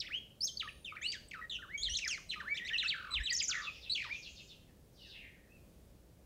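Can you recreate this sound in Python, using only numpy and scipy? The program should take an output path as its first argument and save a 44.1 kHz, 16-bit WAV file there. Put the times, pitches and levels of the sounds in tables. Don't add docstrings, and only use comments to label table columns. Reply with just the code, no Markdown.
import sys
import numpy as np
from scipy import signal
from scipy.fft import rfft, irfft
from scipy.io import wavfile
from scipy.ndimage import uniform_filter1d

SR = 44100
rng = np.random.default_rng(int(sys.argv[2]) if len(sys.argv) > 2 else 0)


def pcm_store(signal):
    levels = np.round(np.clip(np.atleast_2d(signal), -1, 1) * 32767)
    wavfile.write(sys.argv[1], SR, levels.astype(np.int16).T)


N = 275625


def amp(db):
    return 10 ** (np.asarray(db) / 20)


def unit_rms(x):
    return x / np.sqrt(np.mean(x ** 2) + 1e-20)


def curve(points, hz):
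    point_hz, value = np.transpose(points)
    return np.interp(np.log(hz + 1), np.log(point_hz + 1), value)


def add(mix, start_s, sound):
    part = mix[max(round(start_s * SR), 0):][:len(sound)]
    part += sound[:len(part)]


def noise(spectrum_db):
    gain = amp(curve(spectrum_db, np.fft.rfftfreq(N, 1 / SR)))
    return unit_rms(irfft(rfft(rng.standard_normal(N)) * gain, N))


def wander(rate_hz, size=16384):
    lowpass = np.exp(-(np.fft.rfftfreq(size, 1 / SR) / rate_hz) ** 2)
    return unit_rms(irfft(rfft(rng.standard_normal(size)) * lowpass, size))


def gate(t, start_s, end_s, edge_s):
    return np.sin(np.pi / 2 * np.clip(np.minimum(t - start_s, end_s - t) / edge_s + .5, 0, 1)) ** 2


def ramp(length_s):
    return np.linspace(0, 1, int(length_s * SR))


def settle(u, bend):
    return np.expm1(-(bend + 1e-6) * u) / np.expm1(-(bend + 1e-6))


def sweep(first_hz, last_hz, share):
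    return first_hz * (last_hz / first_hz) ** share


def wind(air_db=-61, swell_db=.5, swell_hz=2.5, eddy_s=.07):
    # centre in seconds, half length in seconds, level in dB.
    gusts = [(1.895, .06, -47), (3.195, .028, -37.5)]
    # frequency in Hz, relative density in dB.
    gust_spectrum = [(18, -43), (36, -5), (52, 3.5), (66, -2), (85, -15), (145, -27), (260, -44),
                     (900, -100)]
    air_spectrum = [(12, -52), (22, -10), (60, 0.5), (95, -6.5), (180, -7.5), (270, -13), (470, -16),
                    (570, -15.5), (760, -24.5), (1050, -30), (1800, -33), (15500, -37.5)]
    t = np.arange(N) / SR
    puffs = sum(amp(db) * np.exp(-((t - s) / half_s) ** 2) for s, half_s, db in gusts)
    eddies = noise(gust_spectrum)
    buffet = unit_rms(eddies / uniform_filter1d(abs(signal.hilbert(eddies)), int(eddy_s * SR)))
    swell = amp(swell_db * wander(swell_hz, N))
    return amp(air_db) * noise(air_spectrum) * swell + puffs * buffet


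def scatter(x, early_db=4, early_s=.04, onset_s=.000667, end_s=.85):
    # frequency in Hz, time to fall 60 dB in seconds.
    tail_t60 = [(1200, 0.32), (3000, 0.52), (6500, 0.56), (11000, 0.86)]
    # frequency in Hz, relative level in dB.
    tail_spectrum = [(1000, 3.5), (2200, 2), (4000, 0), (7000, 0.5), (9000, -2.5)]
    taps = rng.standard_normal(SR) * (rng.random(SR) < .1)
    hz, t, bands = signal.stft(taps, SR, nperseg=256)
    decay_db = curve(tail_spectrum, hz)[:, None] - 60 * t / curve(tail_t60, hz)[:, None]
    tail = signal.istft(bands * amp(decay_db + early_db * np.exp(-t / early_s)), SR, nperseg=256)[1]
    tail *= gate(np.arange(len(tail)) / SR, onset_s, end_s, onset_s)
    return signal.fftconvolve(x, tail / np.linalg.norm(tail))[:N]


def reflect(x):
    # delay in seconds, gain in dB.
    echoes = [(.0031, -23.5), (.0058, -13), (0.0109, -21.5)]
    out = x.copy()
    for delay_s, db in echoes:
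        add(out, delay_s, amp(db) * x)
    return out


def far_glide(first_hz, last_hz, length_s, jitter):
    u = ramp(length_s)
    shake = unit_rms(uniform_filter1d(rng.standard_normal(len(u)), size=50))
    hz = sweep(first_hz, last_hz, u ** .76) * (1 + jitter * shake)
    envelope = np.sqrt(abs(np.sin(np.pi * u)))
    return unit_rms(np.sin(2 * np.pi * np.cumsum(hz) / SR) * envelope)


def far_calls(hiss_s=.1, hiss_db=-10, slur_gap_s=.032, rasp=.0751):
    # start of the drop in seconds, hiss pitch in Hz, level in dB.
    chirps = [(3.609, 5910, -50), (3.716, 3900, -59.5), (3.812, 5140, -53.5), (4.006, 6370, -57),
              (4.11, 4875, -54.5), (4.216, 6020, -52), (4.348, 6570, -56.5), (4.471, 6700, -59.5),
              (4.631, 4200, -81)]
    # time in seconds, top and bottom pitch in Hz, level in dB.
    run = [(4.919, 6250, 3340, -72.5), (5.06, 6300, 2400, -59), (5.17, 3170, 2148, -57.5),
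           (5.251, 2774, 1778, -73), (5.439, 2123, 1524, -81.5)]
    # start and length in seconds, first and last pitch in Hz, level in dB.
    whistles = [(0.569, 0.31, 10000, 9460, -73.5), (4.667, 0.042, 2410, 1625, -80),
                (4.969, 0.098, 3370, 2580, -64), (5.032, 0.074, 2349, 1445, -75),
                (5.13, .06, 2290, 1600, -77), (5.33, .06, 2100, 1400, -82), (5.488, 0.049, 2418, 2755, -72),
                (5.528, 0.064, 2840, 2390, -73.5)]
    out = np.zeros(N)
    for s, hz, db in chirps:
        add(out, s - hiss_s, amp(db + hiss_db) * far_glide(hz, hz, hiss_s, rasp))
        add(out, s, amp(db) * far_glide(hz, last_hz=2400, length_s=.07, jitter=rasp))
    times_s, *contours = np.transpose(run)
    starts_s = np.arange(times_s[0], times_s[-1], slur_gap_s)
    for s, (late, sharp) in zip(starts_s, rng.uniform(-.8, 1, size=(60, 2))):
        top_hz, bottom_hz, db = (np.interp(s, times_s, contour) for contour in contours)
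        call = far_glide(top_hz, bottom_hz * (1 + .12 * sharp), length_s=.075, jitter=rasp)
        add(out, s + late * slur_gap_s / 2, amp(db) * call)
    for s, length_s, first_hz, last_hz, db in whistles:
        add(out, s, amp(db) * far_glide(first_hz, last_hz, length_s, jitter=.015))
    return out


def squeak(hz, level_db, overtone_db, rough=1, jitter=.0097, flutter_db=2, breath_db=-24,
           rolloff_db=-10, hoarse_hz=1760, sheen_hz=11500, edge_s=.004):
    # frequency in Hz, gain in dB.
    throat = [(900, -17.5), (1250, -14.5), (1800, -6), (2400, -1), (4200, 0.5), (6800, 2), (8200, -1),
              (9300, -12.5), (10700, -15.5), (12400, -17.5), (15000, -28)]
    count = len(hz)
    shake, flutter, air = (rough * wander(rate_hz)[:count] for rate_hz in (450, 220, 1600))
    hoarse = (hoarse_hz / hz) ** 2
    phase = 2 * np.pi * np.cumsum(hz * (1 + jitter * (1 + hoarse) * shake)) / SR
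    tone = amp(curve(throat, hz)) * np.sin(phase)
    for k in range(2, 6):
        blur = (k * hz / sheen_hz) ** 4 * air
        partial_db = overtone_db + (k - 2) * rolloff_db + curve(throat, k * hz)
        tone += amp(partial_db) * np.sin(k * phase + blur) * (k * hz < SR / 2)
    envelope = gate(np.arange(count) / SR, edge_s / 2, count / SR - edge_s / 2, edge_s)
    flicker = amp(flutter_db * np.sqrt(1 + hoarse / 2) * flutter) + amp(breath_db) * air
    return tone * envelope * amp(level_db) * flicker


def slur(length_s, first_hz, last_hz, bend, level_db, change_db, overtone_db, arch_db=4, mellow_db=-9):
    u = ramp(length_s)
    effort_db = level_db + change_db * (u - .5) + arch_db * (np.sin(np.pi * u) - .7)
    recede_db = (mellow_db - max(change_db, 0)) * (u - .5)
    return squeak(sweep(first_hz, last_hz, settle(u, bend)), effort_db, overtone_db + recede_db)


def whistle(length_s, first_hz, top_hz, bend, level_db, swell_at, swell_db=9, swell_half_s=.012):
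    u = ramp(length_s)
    swell = np.exp(-((u - swell_at) * length_s / swell_half_s) ** 2)
    dip_db = swell_db * (1 - swell)
    hz = sweep(first_hz, top_hz, settle(u, bend))
    return squeak(hz, level_db - dip_db, overtone_db=-37.5 + dip_db, rough=.38)


def trill(length_s, first_hz, last_hz, level_db, change_db, warble_hz, depth_hz, rasp=.51, throb_db=3):
    u = ramp(length_s)
    phase = 2 * np.pi * warble_hz * length_s * u
    warble = np.sin(phase) + rasp * wander(rate_hz=450)[:len(u)]
    hz = abs(sweep(first_hz, last_hz, settle(u, bend=.8)) + depth_hz * warble)
    effort_db = level_db + change_db * (u - .5) - throb_db * np.cos(phase)
    return squeak(hz, effort_db, overtone_db=-22, rough=.6)


def chirp(lead_s, drop_s, first_hz, peak_hz, last_hz, bend, level_db, lead_db, overtone_db,
          creep=.117, flick_s=.007, fade_db=-2, purity_db=-21, mellow_db=-6):
    lead, drop = ramp(lead_s), ramp(drop_s)
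    rise = creep * lead + (1 - creep) * settle(lead, -lead_s / flick_s)
    hz = np.r_[sweep(first_hz, peak_hz, rise), sweep(peak_hz, last_hz, settle(drop, bend))]
    effort_db = level_db + np.r_[lead_db * (1 - rise), fade_db * drop]
    recede_db = np.r_[purity_db * rise, purity_db + mellow_db * drop]
    return squeak(uniform_filter1d(hz, size=200), effort_db, overtone_db + recede_db)


def near_animals(low_cut_hz=880):
    # start and length in seconds, first and last pitch in Hz, bend,
    # then level, level change and relative overtone level in dB.
    slurs = [(0.405, 0.044, 4210, 5445, 3, -35, 3, -10.5), (0.44, 0.025, 5690, 6630, 1.3, -35, 1, -1),
             (0.467, 0.038, 5940, 3035, 3.5, -43, -18, -15),
             (0.595, 0.037, 4172, 1200, -1.73, -36.5, -12, -32),
             (0.627, 0.055, 1380, 1152, 2, -36.5, -11, -31),
             (0.674, 0.015, 1770, 1880, 3, -43, -26.5, -28.5),
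             (0.684, 0.021, 3360, 2220, 1.9, -46, -20, -30),
             (0.844, 0.086, 3836, 2087, 1.3, -45.5, -11, -25),
             (0.921, 0.039, 1298, 1180, -2, -37.5, -16.5, -37),
             (1.014, 0.11, 3000, 4810, 2.05, -43, 17, -12.5),
             (1.117, 0.067, 4570, 1502, 3.6, -42.5, -9.5, -8.5),
             (1.283, 0.0082, 7960, 8240, 0, -53, 1, -38), (1.31, 0.013, 4070, 1865, 1.5, -40.5, -2, -16),
             (1.331, 0.085, 3080, 1265, 7.5, -36, 0.5, -26), (1.412, 0.045, 1955, 1889, 1.5, -40.5, 0, -33),
             (1.585, 0.033, 1490, 1310, -0.5, -42.5, 1, -30),
             (1.619, 0.045, 1910, 983, -0.2, -38.5, 1, -39), (1.879, 0.014, 2740, 1800, 3, -41.5, 3.5, -10),
             (1.968, 0.015, 7350, 4930, 1.3, -36, -12, -31), (1.972, 0.076, 3900, 2214, -0.3, -47, 33, -10),
             (1.986, 0.016, 3170, 1400, 0.1, -44.5, -42, -6),
             (2.053, 0.043, 2230, 1150, 0.1, -36, -16, -37),
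             (2.075, 0.014, 7180, 3500, 0.35, -36.5, -24, -6.5),
             (2.08, 0.078, 3640, 1998, -0.1, -39, 9, -5), (2.173, 0.023, 2140, 930, 1.6, -41.5, -11, -17),
             (2.287, 0.023, 4065, 4045, -2.5, -42.5, 37.5, -15.5),
             (2.356, 0.0445, 1273, 1196, -1.3, -34.5, -9, -21), (2.399, 0.038, 2170, 983, 1, -33, 0, -24.5),
             (2.606, 0.058, 1784, 2030, 2.3, -40, -4, -32), (2.701, 0.048, 1690, 1956, 0.6, -33, 0, -24),
             (2.731, 0.039, 3140, 2555, 0.5, -31.5, 3, -29.5), (2.824, 0.05, 3790, 2595, 4.5, -38, 12, -20),
             (2.84, 0.041, 1270, 2174, -0.6, -38.5, -21, -9), (3.198, 0.035, 1622, 2085, -1, -37, -7, -18),
             (3.305, 0.03, 2072, 1912, 2, -30.5, 3, -19), (3.323, 0.04, 8900, 5260, 3, -35.5, 6.5, -8),
             (3.421, 0.055, 7650, 4890, 0.4, -40.5, -18, -13),
             (3.667, 0.038, 2690, 2366, -1.0, -40, -2, -39),
             (4.039, 0.063, 2188, 906, 5.5, -37.5, -8.5, -11.5)]
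    # start and length in seconds, first and top pitch in Hz, bend, level in dB,
    # place of the swell from 0 to 1.
    whistles = [ (0.095, .096, 1138, 3295, 3.72, -31.5, 0.55), (0.57, 0.0078, 4230, 4760, 1.4, -31.5, 0.3),
                (1.011, 0.061, 1603, 3007, 2.2, -30.5, 0.86), (1.676, 0.091, 1164, 2310, 2.9, -34.5, 0.83),
                (2.046, 0.0085, 4870, 5220, 1, -35, .6), (2.43, .058, 979, 1890, 0.78, -28, 1),
                (2.482, 0.0635, 1952, 2310, 3.83, -29, 0.66), (3.293, 0.022, 3940, 4990, 0.73, -28, 0.99),
                (3.398, 0.013, 4660, 5300, 0.27, -28.5, 0.4), (4.086, .075, 984, 2445, 7.3, -31.5, 0.54)]
    # start and length in seconds, first and last pitch in Hz, level and its change in dB,
    # warble rate and depth in Hz.
    trills = [ (0, 0.052, 5960, 1724, -43.5, -21.5, 325, 397), (1.495, .078, 3954, 2807, -38.5, 1, 90, 186),
              (2.308, 0.043, 3715, 2120, -37, 2, 225, 356), (2.953, 0.2, 1542, 1179, -35.5, 0, 45, 159),
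              (3.49, .21, 1447, 1203, -36, -0.5, 64, 117), (3.541, 0.075, 1888, 1740, -34, -2, 105, 168),
              (3.895, 0.045, 3830, 4390, -32.5, 0, 55, 149), (3.947, .085, 3366, 2101, -36, -5, 46, 260)]
    # peak time, lead-in and drop in seconds, first, peak and last pitch in Hz,
    # bend of the drop, level in dB, relative lead-in and overtone levels in dB.
    chirps = [ (0.071, 0.028, 0.026, 1900, 3925, 1074, 0.89, -42.5, -6.5, -19),
              (.97, 0.021, .023, 1250, 2515, 1206, -0.4, -40.5, -0.5, -14),
              (1.835, .06, .046, 3230, 4410, 3024, 0.35, -32, -12.5, -1.5),
              (1.953, 0.06, 0.023, 2856, 4413, 3134, -.1, -32, -10.5, -1),
              (2.578, 0.035, 0.028, 1740, 3876, 1755, 0.89, -36.5, -7, -1.5),
              (2.688, .041, 0.018, 1835, 4000, 1610, 0.031, -36, -7, -3.5),
              (2.785, .012, .057, 2563, 4210, 1202, -2.2, -32.5, -10, -9),
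              (2.888, 0.018, 0.066, 3450, 4736, 1437, 0.18, -32.5, -8.5, -8.5),
              (3.141, .035, .055, 3994, 4015, 1793, -.2, -32, -11.5, -10),
              (3.26, 0.028, 0.041, 3876, 4050, 2304, 0.63, -34, -9.5, -4),
              (3.37, 0.0084, 0.059, 5110, 7400, 1750, -0.43, -34.5, 0, -19),
              (3.484, 0.013, .056, 4800, 7300, 1840, -.5, -34, -13, -2)]
    out = np.zeros(N)
    for voice, rows in (slur, slurs), (whistle, whistles), (trill, trills):
        for start_s, *row in rows:
            add(out, start_s, voice(*row))
    for peak_s, lead_s, *row in chirps:
        add(out, peak_s - lead_s, chirp(lead_s, *row))
    return signal.sosfilt(signal.butter(6, low_cut_hz, "high", fs=SR, output="sos"), out)


def scene(near_db=-.5, near_tail_db=-9, far_direct_gain=.42):
    near, far = near_animals(), far_calls()
    squeaks = amp(near_db) * reflect(near) + amp(near_tail_db) * scatter(near)
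    smears = far_direct_gain * far + scatter(far, early_db=6, early_s=.035)
    return (squeaks + smears + wind())[None]


def record(dry, cutoff_hz=15800):
    lowpass = signal.firwin(611, cutoff_hz, window=("kaiser", 8), fs=SR)
    return signal.oaconvolve(dry, lowpass[None], "same")


dry = scene()
out = record(dry)
pcm_store(out)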